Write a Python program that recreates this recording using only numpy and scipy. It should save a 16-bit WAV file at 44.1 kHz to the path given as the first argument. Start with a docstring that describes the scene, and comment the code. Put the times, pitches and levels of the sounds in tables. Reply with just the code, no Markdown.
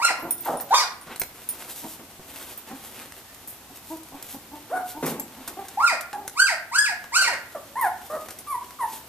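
"""A puppy's squeal bursts out at once, over a faint stir of bedding and the steady air of a small, bare room.
One pup squeals in quick rising and falling arches; another yelps shrilly; others whimper and grunt.
Voices are harmonic series on pitch arches filtered by a throat; noses whistle as gliding sines.
Bedding, taps and bumps are shaped noise; metal clinks are decaying modes struck by clicks.
A room adds echoes and a diffuse tail, and gain control ducks the loudest cries."""
import sys
import numpy as np
from scipy import signal
from scipy.fft import rfft, irfft, next_fast_len
from scipy.io import wavfile
from scipy.ndimage import uniform_filter1d, map_coordinates

SR = 44100
rng = np.random.default_rng(int(sys.argv[2]) if len(sys.argv) > 2 else 0)


def master(y):
    """Save y as 16-bit WAV."""
    cut = np.clip(np.atleast_2d(y).T, -1, 1)
    pcm = np.round(cut * 32767)  # scale
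    wavfile.write(sys.argv[1], SR, pcm.astype(np.int16))


N = 400428
EDGE_HZ = 14350  # upper band limit


def amp(db):
    """Logarithmic level: decibels become an amplitude ratio."""
    return 10 ** (np.asarray(db) / 20)


def unit(x):
    """Power normalisation: scales to rms 1."""
    return x / np.sqrt(np.mean(x ** 2) + 1e-20)


def read(points, hz):
    """Logarithmic frequency scale: interpolates a table along it."""
    f, value = np.transpose(points)
    return np.interp(np.log(hz + 1), np.log(np.abs(f) + 1), value)


def add(mix, s, sound):
    """Superposition: adds a sound to the mix in place, from a time in seconds."""
    part = mix[max(round(s * SR), 0):][:len(sound)]
    part += sound[:len(part)]


def colour(x, points, tilt_db=0):
    """Linear filtering: weights the spectrum by a table and a tilt per octave, then sets rms to 1."""
    hz = np.fft.rfftfreq(len(x), 1 / SR)
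    gain = amp(read(points, hz) + tilt_db * np.log2(1 + hz / 500))
    return unit(irfft(rfft(x) * gain, len(x)))


def wander(size, hz):
    """Band-limited random motion: a smooth curve through random knots, two per cycle of the top rate."""
    knots = rng.standard_normal(size // 8 + 4)
    return map_coordinates(knots, [np.arange(size) * 2 * hz / SR], order=2, mode="wrap")


def delay(x, s):
    """Linear phase: a phase slope delays by any fraction of a sample."""
    size = next_fast_len(N + SR // 4)
    hz = np.fft.rfftfreq(size, 1 / SR)
    return irfft(rfft(x, size) * np.exp(-2j * np.pi * hz * s), size)[:N]


# Coherence of a diffuse field at two ports: (f/Hz, left-right likeness 0-1)
LIKENESS = [(60, 1), (130, 0.93), (290, 0.93), (640, 0.86), (1410, 0.66), (2150, 0.045), (15000, 0.018)]


def pair(a, b):
    """Spatial coherence: mixes two unrelated signals into a diffuse field at two close microphone ports."""
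    same = np.clip(read(LIKENESS, np.fft.rfftfreq(len(a), 1 / SR)), 0, 1)
    other = same * rfft(a) + np.sqrt(1 - same ** 2) * rfft(b)
    return np.array([a, irfft(other, len(a))])


ARCH_ROUND = 3.5  # how long the pitch lingers at the top before it drops
STRAIN_AT = 0.23  # share of the fall at which the voice is harshest
OPEN_UNTIL = 0.62  # the resonance starts to move this share of the way from full level to top pitch
RELEASE_S = 0.018  # length of the quick final fade


def cry(row, swell, sink_db, hold, pure_db, thin_db, muffle_db, clean, mouth_hz, closing):
    """Vocal effort: one arch governs pitch, level, overtones, roughness and resonance together."""
    (s, rise, fall, start_hz, top_hz, end_hz, steepness, onset_db, attack, db,
     rise_db, fall_db, rough, ring_hz) = row
    length, strain = rise + fall, rise + STRAIN_AT * fall
    t = np.arange(0, length, 20 / SR)

    up, down = np.clip(t / rise, 0, 1), np.clip((t - rise) / fall, 0, 1)
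    rising = start_hz + (top_hz - start_hz) * (1 - (1 - up) ** steepness) ** 2
    falling = end_hz + (top_hz - end_hz) * (1 - down ** (ARCH_ROUND / steepness)) ** 1.8
    hz = np.where(t < rise, rising, falling)

    level_db = db + (onset_db - db) * np.interp(t, [0, attack], [1, 0]) ** swell
    level_db -= sink_db * np.interp(t, [attack, length], [0, 1]) ** hold
    level_db -= np.interp(t, [length - RELEASE_S, length], [0, 10])

    # overtones: onset, full rise, top, greatest strain, shutting mouth
    soonest = min(attack, rise)
    overtone_db = np.interp(t, [0, soonest * 0.73, rise, strain, length],
                            [rise_db - pure_db, rise_db, rise_db - thin_db, fall_db, fall_db - muffle_db])
    roughness = rough * np.interp(t, [rise, strain], [clean, 1])
    widest = soonest * (1 - OPEN_UNTIL) + rise * OPEN_UNTIL
    log_focus = np.interp(t, [widest, strain, length], np.log([ring_hz, mouth_hz, mouth_hz * closing]))
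    # course columns: t/s, f/Hz, level/dB, overtones/dB, roughness, resonance f/Hz
    return np.transpose([s + t, hz, level_db, overtone_db, roughness, np.exp(log_focus)])


def voice(course, throat, focus_db, jitter, rasp, flutter_db):
    """Source and filter: vocal-fold partials and pulsed air pass a throat; roughness shakes the folds."""
    s, *columns = np.transpose(course)
    t = np.arange(s[0], s[-1], 1 / SR)
    smooth = (uniform_filter1d(np.interp(t, s, c), SR // 160) for c in columns)
    hz, level_db, overtone_db, rough, focus_hz = smooth
    rough = np.clip(rough, 0, 1)
    phase = 2 * np.pi * np.cumsum(hz * (1 + jitter * rough * wander(len(t), 300))) / SR

    k = np.arange(1, 25)[:, None]  # partial number
    # the mouth lifts the partials near its resonance
    focus = focus_db * np.exp(-(np.log(k * hz / focus_hz) / 0.18) ** 2)
    partials = amp(read(throat, k * hz) + focus + overtone_db * (k > 1)) * (k * hz < EDGE_HZ)
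    partials /= np.sqrt((partials ** 2).sum(0) / 2)
    # the throat spreads each pulse in time
    folds = (partials * np.cos(k * phase - k ** 2 / 2)).sum(0)
    # strong and weak cycles alternate under strain
    folds *= 1 + rough * wander(len(t), 149.6) * np.cos(phase / 2)

    air = colour(rng.standard_normal(len(t)) * (1 + np.cos(phase)), throat)
    sound = (folds + rasp * rough * air) / np.sqrt(1 + (rasp * rough) ** 2)
    fade = np.clip(np.minimum(t - t[0], t[-1] - t) / 0.0029, 0, 1)
    return s[0], sound * fade * amp(level_db + flutter_db * wander(len(t), 59.4))


# Pitch arches of open-mouthed squeals: (t/s, rise/s, fall/s, start f/Hz, top f/Hz, end f/Hz, steepness,
#   onset level/dB, attack/s, full level/dB, rise overtones/dB, fall overtones/dB, roughness 0-1, resonance f/Hz)
# Steepness 1.5 is a gentle bell, 5 a leap to a long top and a sudden drop. Levels are before the room.
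SQUEALS = [ (0, .043, 0.083, 926, 1412, 599, 1.71, -33.5, 0.044, -15, -1.5, 9.5, 0.44, 2390),
           (2.674, .012, 0.056, 906, 900, 820, 2, -50, 0.018, -48, -1, 3, 0.56, 2900),
           (2.975, .01, .06, 874, 872, 800, 1.8, -53, .02, -52, 14, 14, .55, 3400),
           (3.28, 0.011, 0.061, 914, 900, 835, 1.9, -56, 0.028, -55, 16, 16, 0.5, 3500),
           (5.772, 0.081, 0.11, 782, 1405, 511, 2.29, -26, 0.095, -15.5, -14.5, 6, 0.2, 10900),
           (6.352, .106, .095, 922, 1596, 597, 3.8, -38.5, 0.047, -14.5, -0.5, 10.5, 0.09, 8200),
           (6.713, 0.13, 0.096, 891, 1696, 690, 4.35, -37.5, .045, -16.5, 0, 12, 0.05, 8000),
           (7.119, .084, .16, 919.4, 1559, 493, 2.69, -29.5, 0.038, -17.5, 3.5, 8, 0.41, 7200)]
# Open-mouth throat response: (f/Hz, level/dB)
OPEN_MOUTH = [(130, -46), (300, -47), (700, -2), (1300, -3), (1800, 1), (2450, -4.5), (3000, -19),
              (3500, -22.5), (4700, -6.5), (6100, -17.5), (8200, -13), (10500, -25), (12500, -27),
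              (14500, -73)]


def squeals():
    """Spectral growth under strain: most open-mouthed cries gain overtones and harshness as they fall."""
    out = np.zeros(N)
    for row in SQUEALS:
        course = cry(row, swell=1.1, sink_db=16.5, hold=1.0, pure_db=18, thin_db=1.5, muffle_db=22.5,
                     clean=0.25, mouth_hz=2300, closing=0.79)
        add(out, *voice(course, OPEN_MOUTH, focus_db=4.0, jitter=0.113, rasp=0.29, flutter_db=4))
    return out


# Spectrum of the room's air: (f/Hz, level/dB)
AIR = [(15, -43), (25, -27), (59, -3), (117, -4), (170, -7), (267, -3.5), (420, -11), (818, -7),
       (910, -9.5), (1590, -14), (3350, -14.5), (5560, -15.5), (11700, -16), (13400, -11), (14500, -18)]
AIR_DB = -47.5


def room_air():
    """Stationary noise: steady rumble and hiss form a diffuse field."""
    return amp(AIR_DB) * pair(*(colour(z, AIR) for z in rng.standard_normal((2, N))))


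# Strokes of paws and fur over the bedding: (middle t/s, length/s, level/dB before the mix gain,
#   extra hiss of a quick stroke/dB)
STROKES = [(0.496, 0.26, -40, -1.5), (1.114, .15, -35, -20), (1.38, 0.19, -46, -3.5),
           (1.566, 0.6, -45, -0.5), (1.767, .24, -43.5, 7.5), (1.904, 0.2, -51, 9.5),
           (2.375, 0.36, -43, -1), (2.47, 0.36, -43.5, -0.5), (2.72, 0.35, -45.5, -7),
           (2.855, 0.32, -44.5, 1), (2.999, 0.28, -41, -4.5), (3.167, 0.087, -43, -1),
           (3.542, 0.35, -53, -10), (3.767, 0.047, -53, 6), (3.913, 0.22, -51.5, 8), (4.224, 0.3, -45, -18),
           (4.31, 0.24, -48.5, 8), (4.637, 0.4, -51, -18), (4.89, 0.12, -49, 9.5), (5.08, 0.18, -41, 7),
           (5.55, 0.85, -44.5, -8), (8.12, 0.39, -53.5, 7.5), (8.345, 0.5, -53, -6), (8.94, 0.19, -42, 5)]
# Spectrum of rubbed cloth: (f/Hz, level/dB)
CLOTH = [(80, -52), (170, -16.5), (290, -1.5), (420, -7), (900, -7), (1600, -9.5), (3200, -10), (5200, -14),
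         (9000, -10.5), (12000, -8.5), (13700, -3.5), (14500, -20)]
STIR_DB, STIR_HISS_DB = -52, -3.5  # before the mix gain; the litter never lies quite still


def bedding():
    """Stick-slip friction: fibres catch and slip in clumps, a soft hiss with tiny snaps in it."""
    body_power = np.full(N, amp(STIR_DB) ** 2)
    hiss_power = np.full(N, amp(STIR_DB + STIR_HISS_DB) ** 2)
    for middle, length, db, hiss_db in STROKES:
        speed = np.hanning(round(length * SR))  # each stroke swells and fades
        add(body_power, middle - length / 2, (amp(db) * speed) ** 2)
        add(hiss_power, middle - length / 2, (amp(db + hiss_db) * speed) ** 2)

    snap_now = rng.random(N) < 350 / SR  # about 350 snaps a second
    snaps = snap_now * rng.standard_normal(N) * amp(2.0 * np.minimum(rng.exponential(1, N), 4))
    rub = colour(rng.standard_normal(N) + 0.58 * unit(snaps), CLOTH)
    body = signal.sosfiltfilt(signal.butter(2, 3500, fs=SR, output="sos"), rub)
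    hiss = rub - body
    clumps = amp(2.8 * wander(N, 23))
    return clumps * (np.sqrt(body_power) * body + np.sqrt(hiss_power) * hiss)


# Nasal grunts: (t/s, length/s, nominal f/Hz, peak level/dB before the room, roughness 0-1)
GRUNTS = [(0.185, 0.033, 530, -35.5, 0.34), (0.221, 0.094, 347.2, -33, 0.67), (1.823, 0.069, 330, -42, 0.6),
          (2.699, 0.069, 268.6, -38.5, 0.2), (3.7, .04, 270, -48.5, 0.45), (3.901, 0.063, 326.4, -33, 0),
          (4.12, 0.057, 282.4, -39.5, 0.37), (4.335, 0.037, 275.5, -39.5, 0.36),
          (4.515, 0.075, 301.5, -37.5, 0.27), (4.946, 0.08, 305, -36.5, 0.3),
          (5.176, 0.037, 288, -38, 0.23), (5.364, 0.089, 265, -43.5, 0.54),
          (5.481, 0.052, 365.5, -41.5, 0.54), (5.569, 0.063, 398, -33, 0.21),
          (6.144, 0.14, 401.4, -38, 0.33)]
# Nasal tract response: (f/Hz, level/dB)
NOSE = [(120, -25), (290, 1.5), (480, -22.5), (650, -8.5), (900, -5), (1300, -23.5), (2500, -33),
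        (6000, -49), (14000, -22)]


def grunts():
    """Nasal resonance: short low notes swell and sag through the nose."""
    out, nose_hz = np.zeros(N), 920
    for s, length, hz, db, rough in GRUNTS:
        arch = [(s, hz * 0.9, db - 6.0, 0, rough, nose_hz),
                (s + length * 0.386, hz * 1.01, db, 0, rough, nose_hz),
                (s + length, hz * .96, db - 8.5, -3, rough, nose_hz)]
        add(out, *voice(arch, NOSE, focus_db=2, jitter=.15, rasp=1.2, flutter_db=1.5))
    return out


# Thin whistles through the nose: (t/s, length/s, start f/Hz, end f/Hz, level/dB before the room)
WHISTLES = [(.221, .016, 11430, 12000, -34), (0.449, 0.014, 12250, 12950, -27)]


def whistles():
    """Frequency glide: air through a nose sounds as very high, brief sines that slide upward."""
    out = np.zeros(N)
    for s, length, start_hz, end_hz, db in WHISTLES:
        hz = np.linspace(start_hz, end_hz, round(length * SR))
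        tone = np.sin(2 * np.pi * np.cumsum(hz) / SR)
        add(out, s, amp(db) * np.hanning(len(hz)) * tone)
    return out


# Metal clinks: (t/s, level/dB before the mix gain, mode tilt/dB per octave, contact click level/dB)
CLINKS = [(.308, -19, 6, -11), (.38, -40, -12, -9), (.407, -35, 31, -35), (.571, -39.5, -27, -20),
          (.608, -32.5, 41, 1.5), (1.012, -48, -24, -20), (1.197, -26, 24, 0), (1.489, -24.5, 5, -5.5),
          (2.524, -51, 17, 2), (2.576, -39, 40, -1), (7.812, -30, 21, -6), (8.387, -44, -10, 10.5)]
# Modes of a small metal piece: (f/Hz, level/dB before tilt, t60/s)
METAL = [(3600, -17, 0.047), (5440, -18, 0.096), (6840, -24, 0.067), (9670, 6, 0.068), (11900, -18, .05),
         (13780, 4.5, 0.054)]
# Pings of a pen wire: (t/s, level/dB before the mix gain, mode tilt/dB per octave, contact click level/dB)
WIRE_PINGS = [(5.197, -24.5, 6.6, -7), (5.477, -37, 17, 11)]
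# Modes of the pen wire: (f/Hz, level/dB before tilt, t60/s)
WIRE = [(5700, -11, .04), (6660, -6, 0.032), (7630, -6.5, 0.16), (12600, 2.5, 0.047)]
# Spectrum of a dry contact, for clicks and taps: (f/Hz, level/dB before tilt)
TAP_COLOUR = [(150, -10), (700, -1), (1600, 2), (3000, -7.5), (6000, -4), (14000, -4)]


def metal(hits, modes):
    """Modal vibration: each contact is a tiny click that rings the decaying modes of a metal piece."""
    out, t = np.zeros(N), np.arange(SR // 3) / SR
    for s, db, tilt_db, click_db in hits:
        ring = np.zeros(len(t))
        for hz, mode_db, t60 in modes:
            tilt = np.clip(tilt_db * np.log2(hz / 11500), -40, 6)
            ring += amp(mode_db + tilt - 60 * t / t60) * np.sin(2 * np.pi * hz * t)
        click = colour(rng.standard_normal(len(t)), TAP_COLOUR, tilt_db=4) * amp(click_db - 60 * t / 0.065)
        onset = 1 - np.exp(-t / 0.00021)
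        add(out, s, amp(db) * (ring + click) * onset)
    return out


# Closed-mouth whimpers: (t/s, rise/s, fall/s, start f/Hz, top f/Hz, end f/Hz, steepness, onset level/dB,
#   attack/s, full level/dB, rise overtones/dB, fall overtones/dB, roughness 0-1, resonance f/Hz)
WHIMPERS = [ (.456, 0.0059, .12, 978, 963, 560, 3.65, -32, 0.033, -25.5, 0, -16, 0.66, 1430),
            (4.7, .052, 0.0806, 401, 746, 711.4, 2.78, -41, 0.046, -24, -9.5, -1, .2, 1470),
            (6.131, 0.013, .035, 798, 845, 769, 2.5, -38, 0.014, -27.5, 2, 5, 0.13, 850),
            (7.547, 0.0034, 0.047, 714, 704, 540, 5.9, -44, 0.0036, -29.5, -1, -0.5, 0.24, 600),
            (7.755, 0.041, 0.1, 859, 1073, 667.5, 2.49, -32, 0.11, -20, -1, 5.5, 0.087, 2000),
            (8.099, 0.0516, 0.053, 595.5, 617, 575, 1.96, -36.5, 0.045, -28.5, -5.5, -4.5, 0.27, 1213),
            (8.47, 0.038, .066, 1183, 1163, 948, 3.1, -40.5, 0.096, -24.5, 6, 2, 0.039, 11200),
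            (8.787, 0.0032, 0.09, 1320, 1299, 864, 6.4, -44, 0.036, -23, -8, 2, 0.1, 11000)]
# Closed-mouth throat response: (f/Hz, level/dB)
SHUT_MOUTH = [(100, -42), (270, -12), (600, 0), (1000, 0), (1500, -11), (1900, -16), (2300, -29),
              (3000, -38), (6000, -40), (8000, -36), (9700, -27), (12000, -28), (14500, -40)]


def whimpers():
    """Low-pass radiation: a shut mouth leaves soft whines few overtones, and its resonance hardly moves."""
    out = np.zeros(N)
    for row in WHIMPERS:
        course = cry(row, swell=1.08, sink_db=12.5, hold=1.12, pure_db=-1, thin_db=-2.5, muffle_db=7.5,
                     clean=0.82, mouth_hz=row[-1], closing=0.93)
        add(out, *voice(course, SHUT_MOUTH, focus_db=5.5, jitter=0.1995, rasp=0.58, flutter_db=2.0))
    return out


# Claw taps and mouth smacks: (t/s, level/dB before the mix gain, tilt/dB per octave, t60/s)
TAPS = [(0.6, -29, -1, 0.021), (1.07, -38.5, -6.5, 0.15), (1.16, -26, 1, 0.025), (1.217, -16, -1, 0.017),
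        (1.623, -34, -2, 0.013), (1.709, -31.5, 7, 0.045), (1.842, -35, 1, 0.014),
        (2.195, -38.5, -14, 0.044), (3.122, -29.5, -0.5, 0.012), (3.346, -33, 4, 0.017),
        (3.475, -24.5, 15, 0.26), (3.971, -33, 8, .025), (4.033, -36, 4, .025), (4.087, -37, 2, .015),
        (4.226, -23.5, 6, 0.02), (4.245, -49, -11, 0.037), (5.064, -17, 8, 0.032), (5.073, -36, 11, .06),
        (5.477, -30.5, 1.5, 0.1), (5.684, -31, 1.5, 0.047), (6.009, -24, 2.5, 0.044),
        (6.13, -29.5, -2.5, 0.037), (6.278, -19, 1, 0.022), (7.041, -30, -3, 0.017),
        (8.286, -32.5, -0.5, .04), (8.307, -30, 1, 0.043), (8.707, -35, 0.5, 0.024)]


def taps():
    """Impulsive excitation: short noise bursts decay exponentially, mostly as dry ticks."""
    out, t = np.zeros(N), np.arange(SR // 6) / SR
    for s, db, tilt_db, t60 in TAPS:
        tick = colour(rng.standard_normal(len(t)), TAP_COLOUR, tilt_db)
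        add(out, s, tick * amp(db - 60 * t / t60))
    return out


# Another pup's shrill yelp: (t/s, rise/s, fall/s, start f/Hz, top f/Hz, end f/Hz, steepness, onset level/dB,
#   attack/s, full level/dB, rise overtones/dB, fall overtones/dB, roughness 0-1, resonance f/Hz)
YELP = [(.706, 0.051, .1, 746, 1215, 661.4, 1.7, -23, 0.043, -12.5, -5, 19.5, 0.29, 3630)]
# Throat response of the shrill cry: (f/Hz, level/dB)
SHRILL_MOUTH = [(130, -37), (300, -19), (750, -9), (1200, 4.5), (1900, -4), (2400, -10), (3050, -16),
                (3600, -16), (4900, -10.5), (6800, -12.5), (8500, -17.5), (12500, -24), (14500, -30)]
CRACK_S, CRACK_WIDTH_S = .744, 0.0047  # the voice cracks just before the top
CRACK_ROUGH, CRACK_DB = 0.45, 19  # added roughness; jump of the overtones


def yelp():
    """Register break: a nearly pure tone cracks on the way up, then turns shrill."""
    out = np.zeros(N)
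    for row in YELP:
        course = cry(row, swell=2.2, sink_db=18.5, hold=0.69, pure_db=5, thin_db=-13, muffle_db=34,
                     clean=0.26, mouth_hz=5300, closing=0.7)
        s, hz, level_db, overtone_db, rough, focus_hz = course.T
        since = (s - CRACK_S) / CRACK_WIDTH_S
        overtone_db = overtone_db - CRACK_DB * np.interp(since, [-1, 0], [1, 0])
        rough = rough + CRACK_ROUGH * np.exp(-since ** 2)
        cracked = np.transpose([s, hz, level_db, overtone_db, rough, focus_hz])
        add(out, *voice(cracked, SHRILL_MOUTH, focus_db=11.5, jitter=0.141, rasp=1.0, flutter_db=3))
    return out


# Paws and bodies landing on the floor: (t/s, level/dB before the room, t60/s)
BUMPS = [(1.841, -34.5, 0.1), (1.992, -37, 0.13), (2.711, -29.5, 0.078), (5.025, -23.5, 0.33),
         (5.063, -23.5, 0.21), (5.098, -32.5, 0.44)]
# Spectrum of the covered floor: (f/Hz, level/dB)
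BUMP_COLOUR = [(40, -37), (100, -18), (160, -4), (240, 1), (330, -2), (480, -3), (620, -8), (1050, -10),
               (1600, -17), (2400, -19), (4400, -32), (8000, -27), (12000, -35)]


def bumps():
    """Damped impact: the covered floor answers a blow with dull, decaying noise."""
    out, t = np.zeros(N), np.arange(SR // 2) / SR
    for s, db, t60 in BUMPS:
        thud = colour(rng.standard_normal(len(t)), BUMP_COLOUR)
        onset = 1 - np.exp(-t / 0.0027)
        add(out, s, thud * amp(db - 60 * t / t60) * onset)
    return out


# Near walls and floor: (delay t/s, level/dB against the direct sound)
ECHOES = [(.0043, -23.5), (.0079, -18), (0.0127, -20), (0.0182, -11.5)]
# Reverberation time of the tail: (f/Hz, t60/s)
ROOM_T60 = [(200, 0.84), (800, 0.44), (1600, 0.51), (4000, 0.33), (8000, 0.25), (14000, 0.29)]
# Strength of the tail before the wet gain: (f/Hz, level/dB)
ROOM_DB = [(200, -5), (800, -4), (1600, -4), (4000, -2), (8000, -3), (14000, -2)]


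def room(x, wet_db, lag_ms):
    """Reverberation: direct sound, a few near echoes, and a diffuse tail that dies band by band."""
    near = x + sum(amp(db) * delay(x, s) for s, db in ECHOES)
    direct = np.array([delay(near, lag_ms / 1000), near])  # a positive lag reaches the right port first

    scatter = pair(*(rng.standard_normal((2, SR)) * (rng.random((2, SR)) < .15)))
    hz, t, z = signal.stft(unit(scatter), SR, nperseg=256)
    t60 = np.maximum(read(ROOM_T60, hz), .05)[:, None]
    decay = amp(read(ROOM_DB, hz)[:, None] - 60 * t / t60)
    z = z * decay * np.sqrt(2 * np.log(1000) / (t60 * SR))  # equal energy whatever the t60
    tail = signal.istft(z, SR, nperseg=256)[1]
    tail *= np.clip(np.arange(tail.shape[1]) / SR / 0.0014, 0, 1)
    return direct + amp(wet_db) * signal.fftconvolve(x[None], tail, axes=1)[:, :N]


def scene():
    """Interaural cues: the squeals and yelp come from a little to the right, grunts and bumps from a
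    little to the left, the rest nearly straight ahead."""
    loud = room(squeals() + yelp(), wet_db=3.0, lag_ms=0.092) * amp([[-1], [0]])
    low = room(grunts() + bumps(), wet_db=-2.5, lag_ms=-.07)
    thin = room(whistles(), wet_db=-8, lag_ms=0)
    contacts = bedding() + metal(CLINKS, METAL) + metal(WIRE_PINGS, WIRE) + taps()
    small = room(contacts, wet_db=-3.5, lag_ms=-0.021) * amp(0.5)
    soft = room(whimpers(), wet_db=0.5, lag_ms=-0.026) * amp([[.7], [1]])
    return loud + room_air() + low + thin + small + soft


def record(dry):
    """Dynamic compression: gain control ducks the loudest cries and recovers slowly; then the band limit."""
    power = np.abs(uniform_filter1d((dry ** 2).mean(0), SR // 100))
    power_db = 10 * np.log10(power + 1e-12)
    recovery = np.arange(N) / SR * 9  # the held peak falls 9 dB per second
    held_db = np.maximum.accumulate(power_db + recovery) - recovery
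    over_db = np.maximum(held_db + 16.5, 0)  # excess above -16.5 dB
    ducked = dry * amp(-.4 * uniform_filter1d(over_db, SR // 200))
    low_pass = signal.firwin(301, EDGE_HZ, window=("kaiser", 8), fs=SR)
    return signal.oaconvolve(ducked, low_pass[None], "same")


dry = scene()
out = record(dry)
master(out)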